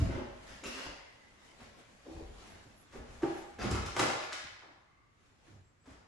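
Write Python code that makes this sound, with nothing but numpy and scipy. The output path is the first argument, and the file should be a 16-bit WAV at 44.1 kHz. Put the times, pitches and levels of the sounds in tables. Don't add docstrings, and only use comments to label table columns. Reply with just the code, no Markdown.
import sys
import numpy as np
from scipy import signal
from scipy.fft import rfft, irfft, next_fast_len
from scipy.io import wavfile
from scipy.ndimage import uniform_filter1d

SR = 44100
rng = np.random.default_rng(int(sys.argv[2]) if len(sys.argv) > 2 else 0)


def generate_wav(signal):
    frames = np.transpose(np.atleast_2d(signal))
    scaled = np.clip(frames, -1, 1) * 32767
    pcm = np.round(scaled).astype(np.int16)
    wavfile.write(sys.argv[1], SR, pcm)


N = 267951
TIME = np.arange(N) / SR

# start_s, level_db, contact_s, pitch_factor
THUDS = [(.001, -20.5, 0.008, 1.06), (0.166, -40, 0.017, 1.6), (0.503, -46.5, 0.0026, 1),
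         (.655, -44.5, 0.0034, 0.78), (0.858, -44, 0.007, 0.64), (1.611, -48.5, 0.0031, 0.98),
         (2.088, -50.5, 0.0046, 0.96), (2.145, -42, 0.0039, 0.69), (2.218, -42, 0.01, 0.64),
         (2.289, -46.5, 0.0083, 0.58), (2.53, -51, 0.012, 1.35), (2.659, -50, 0.0021, 1.06),
         (2.984, -39.5, 0.0058, 0.88), (3.088, -46, 0.0092, 0.84), (3.229, -33.5, 0.0017, 1.81),
         (3.706, -28.5, 0.0051, 1.1), (3.735, -26, 0.0039, 1.05), (3.968, -37, 0.0026, 1.9),
         (3.999, -34.5, 0.0039, 1.8), (4.063, -40.5, 0.0039, 1.7), (4.44, -50, 0.0035, 1.16),
         (5.891, -66, 0.0062, 1.2)]
# pitch_hz, level_db, t60_s
JOIST_MODES = [(42.9, -14, 1), (66, 0, 0.3), (80.9, -8, 0.64), (101.4, 0.5, 0.14), (137.4, -5, 0.33),
               (191.4, 0.5, 0.082), (266.2, 0.5, 0.23)]
# full_load_s, level_db, fade_db_per_s
ROLLS = [(.01, -19.5, 150), (2.17, -45, 68), (2.98, -41.5, 166), (3.16, -51.5, 140), (3.67, -29, 85),
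         (5.91, -49, 89)]
# start_s, level_db, pitch_factor, wall_send_db
KNOCKS = [(.007, -25, 0.82, -0.5), (0.09, -33.5, 1.04, -2), (0.174, -31.5, 1.06, -1.5),
          (0.648, -37, 0.74, -9), (0.675, -40, 0.98, -9), (0.862, -43, 0.85, -4), (1.598, -51, 0.69, -8),
          (2.079, -37.5, 0.96, -2), (2.167, -40, 0.96, -2.5), (2.203, -38.5, 1.23, -4.5),
          (2.951, -39, 1.16, -7.5), (3.231, -13, 1.01, -9.5), (3.641, -25.5, 1.01, -6),
          (3.709, -26, 1.04, -12), (3.741, -27, 1.04, -6), (3.995, -29.5, 0.83, -3),
          (4.335, -47, 0.94, -2.5), (4.635, -53, 1.06, -3), (5.48, -51.5, 0.94, -7), (5.875, -44, 0.79, -6),
          (5.947, -54, 1, -10)]
# pitch_hz, level_db, t60_s
BOARD_MODES = [(181, -25, 0.089), (270, -15, 0.29), (334.8, 2.5, 0.11), (387.4, -3.5, 0.099),
               (435, -17.5, 0.23), (558, -14.5, 0.12), (745, -24.5, 0.35), (799, -18, 0.56),
               (817, -24, 0.54), (895, -22.5, 0.35), (1100, -38, 0.1), (1610, -31, 0.1)]
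# start_s, level_db, decay_s, tilt_db_per_octave, low_cut_hz
CLACKS = [(.636, -39, 0.0086, -4.5, 218), (.858, -45, 0.0077, -6, 500), (1.599, -52.5, 0.014, -8, 714),
          (2.063, -39.5, 0.0067, -19, 487), (2.165, -39.5, 0.0034, -16, 660),
          (2.925, -50, 0.025, -0.5, 300), (2.946, -44, 0.024, -5, 298), (3.222, -37, 0.014, -2, 302),
          (3.233, -32.5, 0.011, -7, 484), (3.709, -37.5, 0.0074, -1, 5500), (3.86, -39, 0.0064, -6, 5000),
          (3.9644, -24, 0.0075, -0.5, 346), (3.994, -18.5, 0.0055, 1.5, 246),
          (4.013, -27, 0.0019, -13, 198), (4.023, -28, 0.0054, -7, 248), (4.099, -22.5, 0.0029, 0, 335),
          (4.3238, -30, 0.0022, -4, 1547), (4.328, -31, 0.0048, -3.5, 2900),
          (4.622, -46.5, 0.0066, -8.5, 980), (4.675, -56.5, 0.0096, -44, 390),
          (5.857, -55.5, 0.044, -0.5, 295), (5.9, -58, 0.018, 1.5, 398)]
# frequency_hz, gain_db
CLACK_COLOUR = [(60, -23), (150, -3), (300, 10.5), (700, 4.5), (1400, 2), (2100, -1), (2750, -5.5),
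                (3300, -5.5), (4500, -11.5), (7000, -9), (9000, -16), (11500, -21)]
# start_s, level_db, pitch_hz, decay_s
CRACKS = [(0.6375, -36, 2320, .002), (0.644, -38, 1580, 0.0038), (.865, -36.5, 960, 0.0033),
          (2.0655, -42, 553, .005), (2.165, -45.5, 920, 0.0023), (2.9246, -50, 1880, 0.0033),
          (3.233, -30.5, 1610, .004), (3.617, -31.5, 2490, 0.0025), (3.714, -32.5, 7570, .002),
          (3.864, -44, 6940, .002), (3.965, -24.5, 1700, .0016), (3.9935, -20, 1090, 0.00093),
          (3.9959, -22, 3860, 0.002), (3.9998, -24.5, 1590, .001), (4.0123, -24, 1290, 0.0022),
          (4.0244, -28, 1150, 0.0014), (4.038, -21.5, 1360, .0012), (4.101, -25, 2100, 0.0024),
          (4.151, -46, 3500, .0015), (4.1995, -43, 3030, .0015), (4.324, -29.5, 1800, 0.0017),
          (4.3304, -27, 4250, 0.001)]
# pitch_factor, level_db
CRACK_MODES = [(.72, -1.5), (1, 1.5), (1.31, -6.5), (1.83, -9.5)]
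# start_s, attack_s, length_s, level_db, brightness (0 to 1)
SCRAPES = [(0, 0.0026, 0.011, -34.5, 0.55), (0.044, .01, 0.024, -37.5, 0),
           (0.096, 0.0077, 0.089, -40, 0.08), (0.465, 0.0087, 0.08, -51.5, 1),
           (0.633, 0.0049, 0.048, -37.5, 0.87), (0.693, 0.047, 0.13, -41, 0.75),
           (.82, 0.011, 0.04, -44, 0.86), (1.583, 0.016, 0.058, -53, 0.6), (2.363, 0.097, 0.21, -54, 0.06),
           (3.585, 0.0034, 0.03, -33, 0.13), (3.61, 0.0035, 0.064, -33, 0.25),
           (3.705, 0.0056, 0.013, -29, 0.4), (3.719, 0.016, 0.068, -45, 0),
           (3.857, 0.0065, 0.014, -36, 0.8), (3.965, 0.029, 0.03, -30, 0.2),
           (3.983, 0.0036, 0.023, -32, 0.4), (4.04, .01, 0.094, -50, 0.5), (4.178, 0.041, 0.078, -44.5, 1)]
# frequency_hz, gain_db
SOLE_COLOUR = [(60, -70), (200, 9.5), (400, 6.5), (800, 1), (1200, 2), (1700, 0.5), (2800, -1),
               (5000, -8.5), (7200, -11.5), (8500, -19), (11500, -18.5)]
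# start_s, length_s, level_db, slips_per_s
CRUNCHES = [(3.599, 0.092, -35.5, 820), (3.612, 0.043, -39, 1000), (3.712, 0.08, -32.5, 600),
            (3.975, 0.033, -34, 700)]
# pitch_hz, width_hz, gain_db
CRUNCH_MODES = [(205, 23, -9), (250, 14, -1.5), (362, 21, 7.5), (437, 20, -8.5), (564, 17, -1),
                (825, 70, -4), (1137, 140, -3.5), (1308, 46, 1), (1670, 18, -7.5), (2120, 55, -6),
                (2490, 110, -9), (3720, 64, -15.5), (4890, 50, -12)]
# pitch_hz, width_hz, gain_db
CUPBOARD_PLANKS = [(245, 39, 5), (307, 39, -14), (398, 24, -1), (549, 24, 1.5), (930, 22, -4),
                   (1069, 31, 4), (1594, 50, -2), (1924, 65, 0), (2240, 82, -5), (2900, 390, -9),
                   (5100, 1000, -8)]
# pitch_hz, width_hz, gain_db
MID_ROOM_PLANKS = [(342, 8.7, -17.5), (564, 15, -16), (630, 19, -14), (770, 120, -9), (965, 22, -9),
                   (1144, 15, -8), (1228, 21, -7), (1380, 16, -16.5), (1442, 18, -3.5), (1717, 41, -2.5),
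                   (2010, 67, -8.5), (3830, 210, -16), (5000, 680, -3.5)]
# peak_s, level_db, length_factor
BRUSHES = [(.02, -49, 1), (.5, -54, 1.5), (1.48, -60.5, 1.13), (1.629, -60, 1.2), (1.8, -58.5, 0.37),
           (1.91, -64.5, 0.71), (2.15, -57.5, 1.4), (2.45, -55.5, 1.94), (2.96, -56.5, 0.41),
           (3.14, -57.5, 1.2), (3.33, -52.5, 1.57), (5.26, -68.5, 1.46), (5.49, -63, 1.04),
           (5.91, -68.5, 1)]
# frequency_hz, gain_db
CLOTH_COLOUR = [(40, 7.5), (120, 2.5), (220, 7.5), (340, 4), (700, 1.5), (1400, -2), (2100, -2),
                (3000, -5.5), (5000, -10), (7000, -10.5), (9000, -18), (11500, -20)]
# peak_s, rise_hz
SWOOPS = [(5.513, 590), (5.583, 340), (5.648, 730), (5.697, 730), (5.822, 925)]
# peak_s, half_length_s, pitch_hz, filter_width_hz, level_db
FAINT_TONES = [(1.06, 0.076, 2080, 190, -64), (1.258, 0.068, 2026, 150, -66), (1.479, 0.05, 1990, 200, -70),
               (2.513, .035, 11100, 450, -74), (2.808, .025, 11100, 450, -69),
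               (3.384, .03, 11000, 700, -68), (3.386, .04, 7050, 140, -72), (5.002, 0.12, 2080, 200, -77.5),
               (5.0, 0.13, 1134, 181, -73.5)]
# frequency_hz, t60_s
ROOM_T60 = [(60, 0.38), (150, 0.64), (350, 0.5), (550, 1), (1000, 0.95), (2000, 0.99), (4500, 0.9),
            (8000, 0.56), (11500, 0.43)]
# pitch_hz, t60_s, gain_db
STANDING_WAVES = [(378, 0.22, -4), (525, 0.76, -16), (625, 0.92, -2), (766, 0.93, -18.5)]
# frequency_hz, gain_db
AIR_COLOUR = [(15, -23), (40, 4.5), (100, 8), (200, -3), (350, -6), (700, -14), (1150, -9.5), (2100, -14),
              (3500, -23), (7000, -26.5), (9000, -35), (11500, -38)]
# frequency_hz, side_gain_db
STEREO_WIDTH = [(20, -26), (60, -19), (130, -5), (350, -4), (500, -2), (700, 0), (11000, 0)]
# frequency_hz, left_minus_right_db
PORT_BALANCE = [(60, 2.5), (150, -4), (400, 0.5), (900, 1), (2000, -0.5), (4000, 2), (8000, 3.5),
                (11000, -2)]


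def thuds():
    out = np.zeros(N)
    for start, db, contact_s, pitch_factor in THUDS:
        add(out, start, amp(db) * strike(JOIST_MODES, pitch_factor, contact_s))
    return sends(out, direct_db=-2.5, wall_db=-5.5)


def rolling():
    roll_s, ramp_db_per_s = 0.34, 229
    joists = strike(JOIST_MODES, pitch_factor=0.92, contact_s=0.0042)
    rumble = unit(signal.fftconvolve(rng.standard_normal(N + SR), joists)[SR:SR + N])
    load = np.zeros(N)
    for full_load_s, db, fade in ROLLS:
        t = TIME - full_load_s
        outside_roll_s = np.maximum(-t, 0) + np.maximum(t - roll_s, 0)
        load += amp(db - fade * np.maximum(t, 0) - ramp_db_per_s * outside_roll_s)
    return sends(rumble * load, direct_db=-9, wall_db=-11.5)


def knocks():
    direct, to_walls = np.zeros((2, N))
    for start, db, pitch_factor, wall_db in KNOCKS:
        knock = amp(db) * strike(BOARD_MODES, pitch_factor, contact_s=0.0007)
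        add(direct, start, amp(-6.5) * knock)
        add(to_walls, start, amp(wall_db) * knock)
    return np.array([direct, to_walls])


def clacks():
    out = np.zeros(N)
    lead_s = 0.02
    t = np.maximum(np.arange(SR // 5) / SR - lead_s, 0)
    seating = 1 - np.exp(-t / 0.00052)
    for start, db, decay_s, tilt_db, low_cut_hz in CLACKS:
        envelope = seating * np.exp(-t / decay_s)
        spectrum = rfft(envelope * rng.standard_normal(len(t)))
        toneless = irfft(np.exp(1j * np.angle(spectrum)))
        low_cut = signal.butter(3, low_cut_hz, "high", fs=SR, output="sos")
        burst = signal.sosfilt(low_cut, colour(toneless, CLACK_COLOUR, tilt_db))
        burst *= np.linalg.norm(envelope) / np.linalg.norm(burst)
        add(out, start - lead_s, amp(db) * burst)
    return sends(planks(out), direct_db=-6.5, wall_db=0.5)


def cracks():
    out = np.zeros(N)
    t = np.arange(SR // 30) / SR
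    for start, db, hz, decay_s in CRACKS:
        partials = sum((-1) ** k * amp(mode_db) * np.sin(2 * np.pi * hz * factor * t)
                       for k, (factor, mode_db) in enumerate(CRACK_MODES))
        ping = partials * np.exp(-t / decay_s)
        add(out, start, amp(db) * ping / abs(ping).max())
    return sends(out, direct_db=-3, wall_db=-3)


def scrapes():
    out = np.zeros(N)
    sag_db, release_s = -3.5, 0.0091
    for start, attack_s, length_s, db, brightness in SCRAPES:
        t = np.arange(0, length_s + 0.1, 1 / SR)
        catch_db = 2 * wobble(len(t), smooth_samples=250)
        fine = unit(grit(len(t), per_s=2000, spread_db=0.5, hiss=0.61))
        slips = (0.592 * fine + 0.403 * coarse_grit(len(t))) * amp(catch_db)
        dull = unit(colour(slips, SOLE_COLOUR, tilt_db=-4))
        bright = unit(colour(slips, SOLE_COLOUR, tilt_db=3))
        rub = (1 - brightness) * dull + brightness * bright
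        pressure = np.minimum(t / attack_s, 1) * np.exp(-np.maximum(t - length_s, 0) / release_s)
        add(out, start, amp(db + sag_db * t / length_s) * pressure * rub)
    travelling = drifting(out, depth_db=2.2)
    return sends(planks(travelling), direct_db=-11, wall_db=-4)


def coarse_grit(count):
    grain_q = 18
    pitches_hz = np.geomspace(450, 9000, 26) * rng.uniform(0.95, 1.05, 26)
    return unit(sum(resonate(grit(count, per_s=90, spread_db=3, hiss=0), hz, hz / grain_q)
                    for hz in pitches_hz))


def judder():
    start_s, length_s, level_db, slip_hz = 0.636, 0.069, -43, 235.3
    out = np.zeros(N)
    t = np.arange(SR // 8) / SR
    rate_hz = slip_hz * (1 + 0.12 * wobble(len(t), smooth_samples=150))
    slips = np.diff(np.floor(np.cumsum(rate_hz) / SR), prepend=-1)
    grip = np.sqrt(np.maximum(np.sin(np.pi * np.minimum(t / length_s, 1)), 0))
    add(out, start_s, amp(level_db) * grip * unit(colour(slips, SOLE_COLOUR, tilt_db=-1)))
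    return sends(planks(out), direct_db=-11, wall_db=-11)


def crunches():
    out = np.zeros(N)
    for start, length_s, db, per_s in CRUNCHES:
        t = np.arange(0, length_s, 1 / SR)
        slips = grit(len(t), per_s, spread_db=1.5, hiss=0.45)
        wood = unit(sum(amp(gain_db) * resonate(slips, hz, width) for hz, width, gain_db in CRUNCH_MODES))
        rub = amp(-10) * unit(colour(slips, SOLE_COLOUR))
        add(out, start, amp(db) * np.sin(np.pi * t / length_s) * (wood + rub))
    return sends(out, direct_db=-11.5, wall_db=-8)


def groan():
    start_s, length_s, level_db = 5.485, 0.145, -47.5
    unloaded_hz, bend_share = 94, 0.133
    load = np.sin(np.pi * np.clip((TIME - start_s) / length_s, 0, 1)) ** 0.71
    waver = 1 + 0.2 * wobble(N, smooth_samples=300)
    phase = 2 * np.pi * np.cumsum(unloaded_hz * (1 + bend_share * load) * waver) / SR
    tone = unit(np.sin(phase) + 0.2 * np.sin(2 * phase) + 0.09 * np.sin(3 * phase))
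    friction = (1 + np.sin(phase)) * rng.standard_normal(N)
    rasp = unit(resonate(resonate(friction, hz=517, width_hz=650), hz=520, width_hz=650))
    return sends((tone + amp(-18.5) * rasp) * amp(level_db) * load, direct_db=-7.5, wall_db=-14)


def planks(x):
    by_cupboard = TIME < 1.9
    places = ((CUPBOARD_PLANKS, x * by_cupboard), (MID_ROOM_PLANKS, x * ~by_cupboard))
    return x + sum(amp(db) * resonate(part, hz, width)
                   for modes, part in places for hz, width, db in modes)


def clothes():
    fibres = np.array([grit(N, per_s=4300, spread_db=1.5, hiss=1.3) for _ in range(2)])
    rustle = colour(drifting(fibres, depth_db=1.9), CLOTH_COLOUR)
    return unit(diffuse(rustle)) * limb_swings()


def limb_swings():
    bed_db, walk_end_s, settle_db_per_s = -64, 4.47, 34
    rise_s, fall_s = 0.06, 0.092
    power = amp(bed_db - settle_db_per_s * np.maximum(TIME - walk_end_s, 0)) ** 2
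    for peak_s, db, length_factor in BRUSHES:
        reach_s = length_factor * np.where(TIME < peak_s, rise_s, fall_s)
        swell = amp(db) / (1 + ((TIME - peak_s) / reach_s) ** 2)
        power += swell ** 2
    return np.sqrt(power)


def whistle():
    rest_hz, rest_db, db_per_hz, half_swoop_s = 6900, -89.5, 0.0289, 0.028
    rise_hz = sum(hz * np.exp(-((TIME - peak_s) / half_swoop_s) ** 2) for peak_s, hz in SWOOPS)
    sounding = (TIME > SWOOPS[0][0] - 2 * half_swoop_s) & (TIME < SWOOPS[-1][0] + 2 * half_swoop_s)
    gate = uniform_filter1d(sounding.astype(float), size=900)
    tone = unit(np.sin(2 * np.pi * np.cumsum(rest_hz + rise_hz) / SR))
    return sends(tone * gate * amp(rest_db + db_per_hz * rise_hz), direct_db=-19, wall_db=-14)


def faint_tones():
    out = np.zeros((2, N))
    t = np.arange(SR) / SR - 0.5
    for peak_s, half_length_s, hz, width, db in FAINT_TONES:
        band = resonate(resonate(rng.standard_normal((2, SR)), hz, width), hz, width)
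        swell = amp(db) * np.exp(-(t / half_length_s) ** 2 / 2)
        for channel, tone in zip(out, swell * unit(diffuse(band))):
            add(channel, peak_s - 0.5, tone)
    return out


def room(direct, to_walls):
    sweep_hz = 0.8
    angle = 2 * np.pi * sweep_hz * TIME
    feeds = to_walls * np.array([np.cos(angle), np.sin(angle)])
    size = next_fast_len(N + SR)
    reverb_spectrum = (rfft(feeds, size) * rfft(reflections(), size)).sum(axis=1)
    return direct + irfft(reverb_spectrum, size)[:, :N]


def reflections():
    shape = (2, 2, SR)
    echoes = rng.standard_normal(shape) * (rng.random(shape) < 0.15)
    band_hz, t, bands = signal.stft(echoes, SR, nperseg=256)
    decay = amp(-60 * t / curve_at(ROOM_T60, band_hz)[:, None])
    tails = signal.istft(bands * decay, SR, nperseg=256)[1][..., :SR]
    spectrum = rfft(tails, 2 * SR)
    power = uniform_filter1d(abs(spectrum) ** 2, size=130)
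    t60_s = curve_at(ROOM_T60, np.fft.rfftfreq(2 * SR, 1 / SR))
    tails = irfft(spectrum * np.sqrt(t60_s / power))[..., :SR]
    standing = sum(amp(db) * resonate(tails, hz, width_hz=np.log(1000) / np.pi / ring_s)
                   for hz, ring_s, db in STANDING_WAVES)
    onset = np.clip((TIME[:SR] - 0.003) / 0.00032, 0, 1)
    return diffuse((tails + standing) * onset)


def air():
    return amp(-69.5) * unit(diffuse(colour(rng.standard_normal((2, N)), AIR_COLOUR)))


def strike(modes, pitch_factor, contact_s):
    t = np.arange(SR // 2) / SR
    ring = sum((-1) ** k * amp(db - 60 * t / t60) * np.sin(2 * np.pi * hz * pitch_factor * t)
               for k, (hz, db, t60) in enumerate(modes))
    force = np.sin(np.pi * np.minimum(t[:SR // 20] / contact_s, 1)) ** 2
    hit = signal.fftconvolve(ring, force)[:len(t)]
    return hit / abs(hit).max()


def grit(count, per_s, spread_db, hiss):
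    sizes = amp(spread_db * np.minimum(rng.exponential(1, count), 4))
    slipping = rng.random(count) < per_s / SR
    return unit(sizes * slipping * rng.standard_normal(count)) + hiss * rng.standard_normal(count)


def drifting(x, depth_db):
    bands = signal.stft(x, SR, nperseg=1024)[2]
    speckle = rng.standard_normal(bands.shape[-2:])
    patches = unit(uniform_filter1d(uniform_filter1d(speckle, size=5, axis=0), size=6, axis=1))
    return signal.istft(bands * unit(amp(depth_db * patches)), SR, nperseg=1024)[1][..., :N]


def wobble(count, smooth_samples):
    return unit(uniform_filter1d(rng.standard_normal(count), size=smooth_samples))


def resonate(x, hz, width_hz):
    return signal.lfilter(*signal.iirpeak(hz, hz / width_hz, fs=SR), x)


def colour(x, curve, tilt_db=0):
    size = next_fast_len(x.shape[-1])
    hz = np.fft.rfftfreq(size, 1 / SR)
    octaves = np.log2(np.maximum(hz, 300) / 1500)
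    gain = amp(curve_at(curve, hz) + tilt_db * octaves)
    return irfft(rfft(x, size) * gain, size)[..., :x.shape[-1]]


def diffuse(pair):
    mid, side = pair[0], colour(pair[1], STEREO_WIDTH)
    return np.array([mid + side, mid - side])


def sends(x, direct_db, wall_db):
    return np.array([amp(direct_db) * x, amp(wall_db) * x])


def curve_at(curve, hz):
    points_hz, values = np.transpose(curve)
    return np.interp(np.log(hz + 1), np.log(points_hz + 1), values)


def add(mix, start_s, sound):
    part = mix[max(round(start_s * SR), 0):][:len(sound)]
    part += sound[:len(part)]


def amp(db):
    return 10 ** (np.asarray(db) / 20)


def unit(x):
    return x / np.sqrt(np.mean(x ** 2) + 1e-20)


def scene():
    impacts = thuds() + rolling() + knocks() + clacks() + cracks()
    friction = scrapes() + judder() + crunches() + groan()
    direct, to_walls = impacts + friction + whistle()
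    return room(direct, to_walls) + clothes() + faint_tones() + air()


def record(dry):
    band_limit_hz = 11750
    balance = np.array(PORT_BALANCE)
    left = colour(dry[0], balance * (1, 0.5))
    right = colour(dry[1], balance * (1, -0.5))
    low_pass = signal.firwin(511, band_limit_hz, window=("kaiser", 9), fs=SR)
    return signal.oaconvolve(np.array([left, right]), low_pass[None], "same")


dry = scene()
out = record(dry)
generate_wav(out)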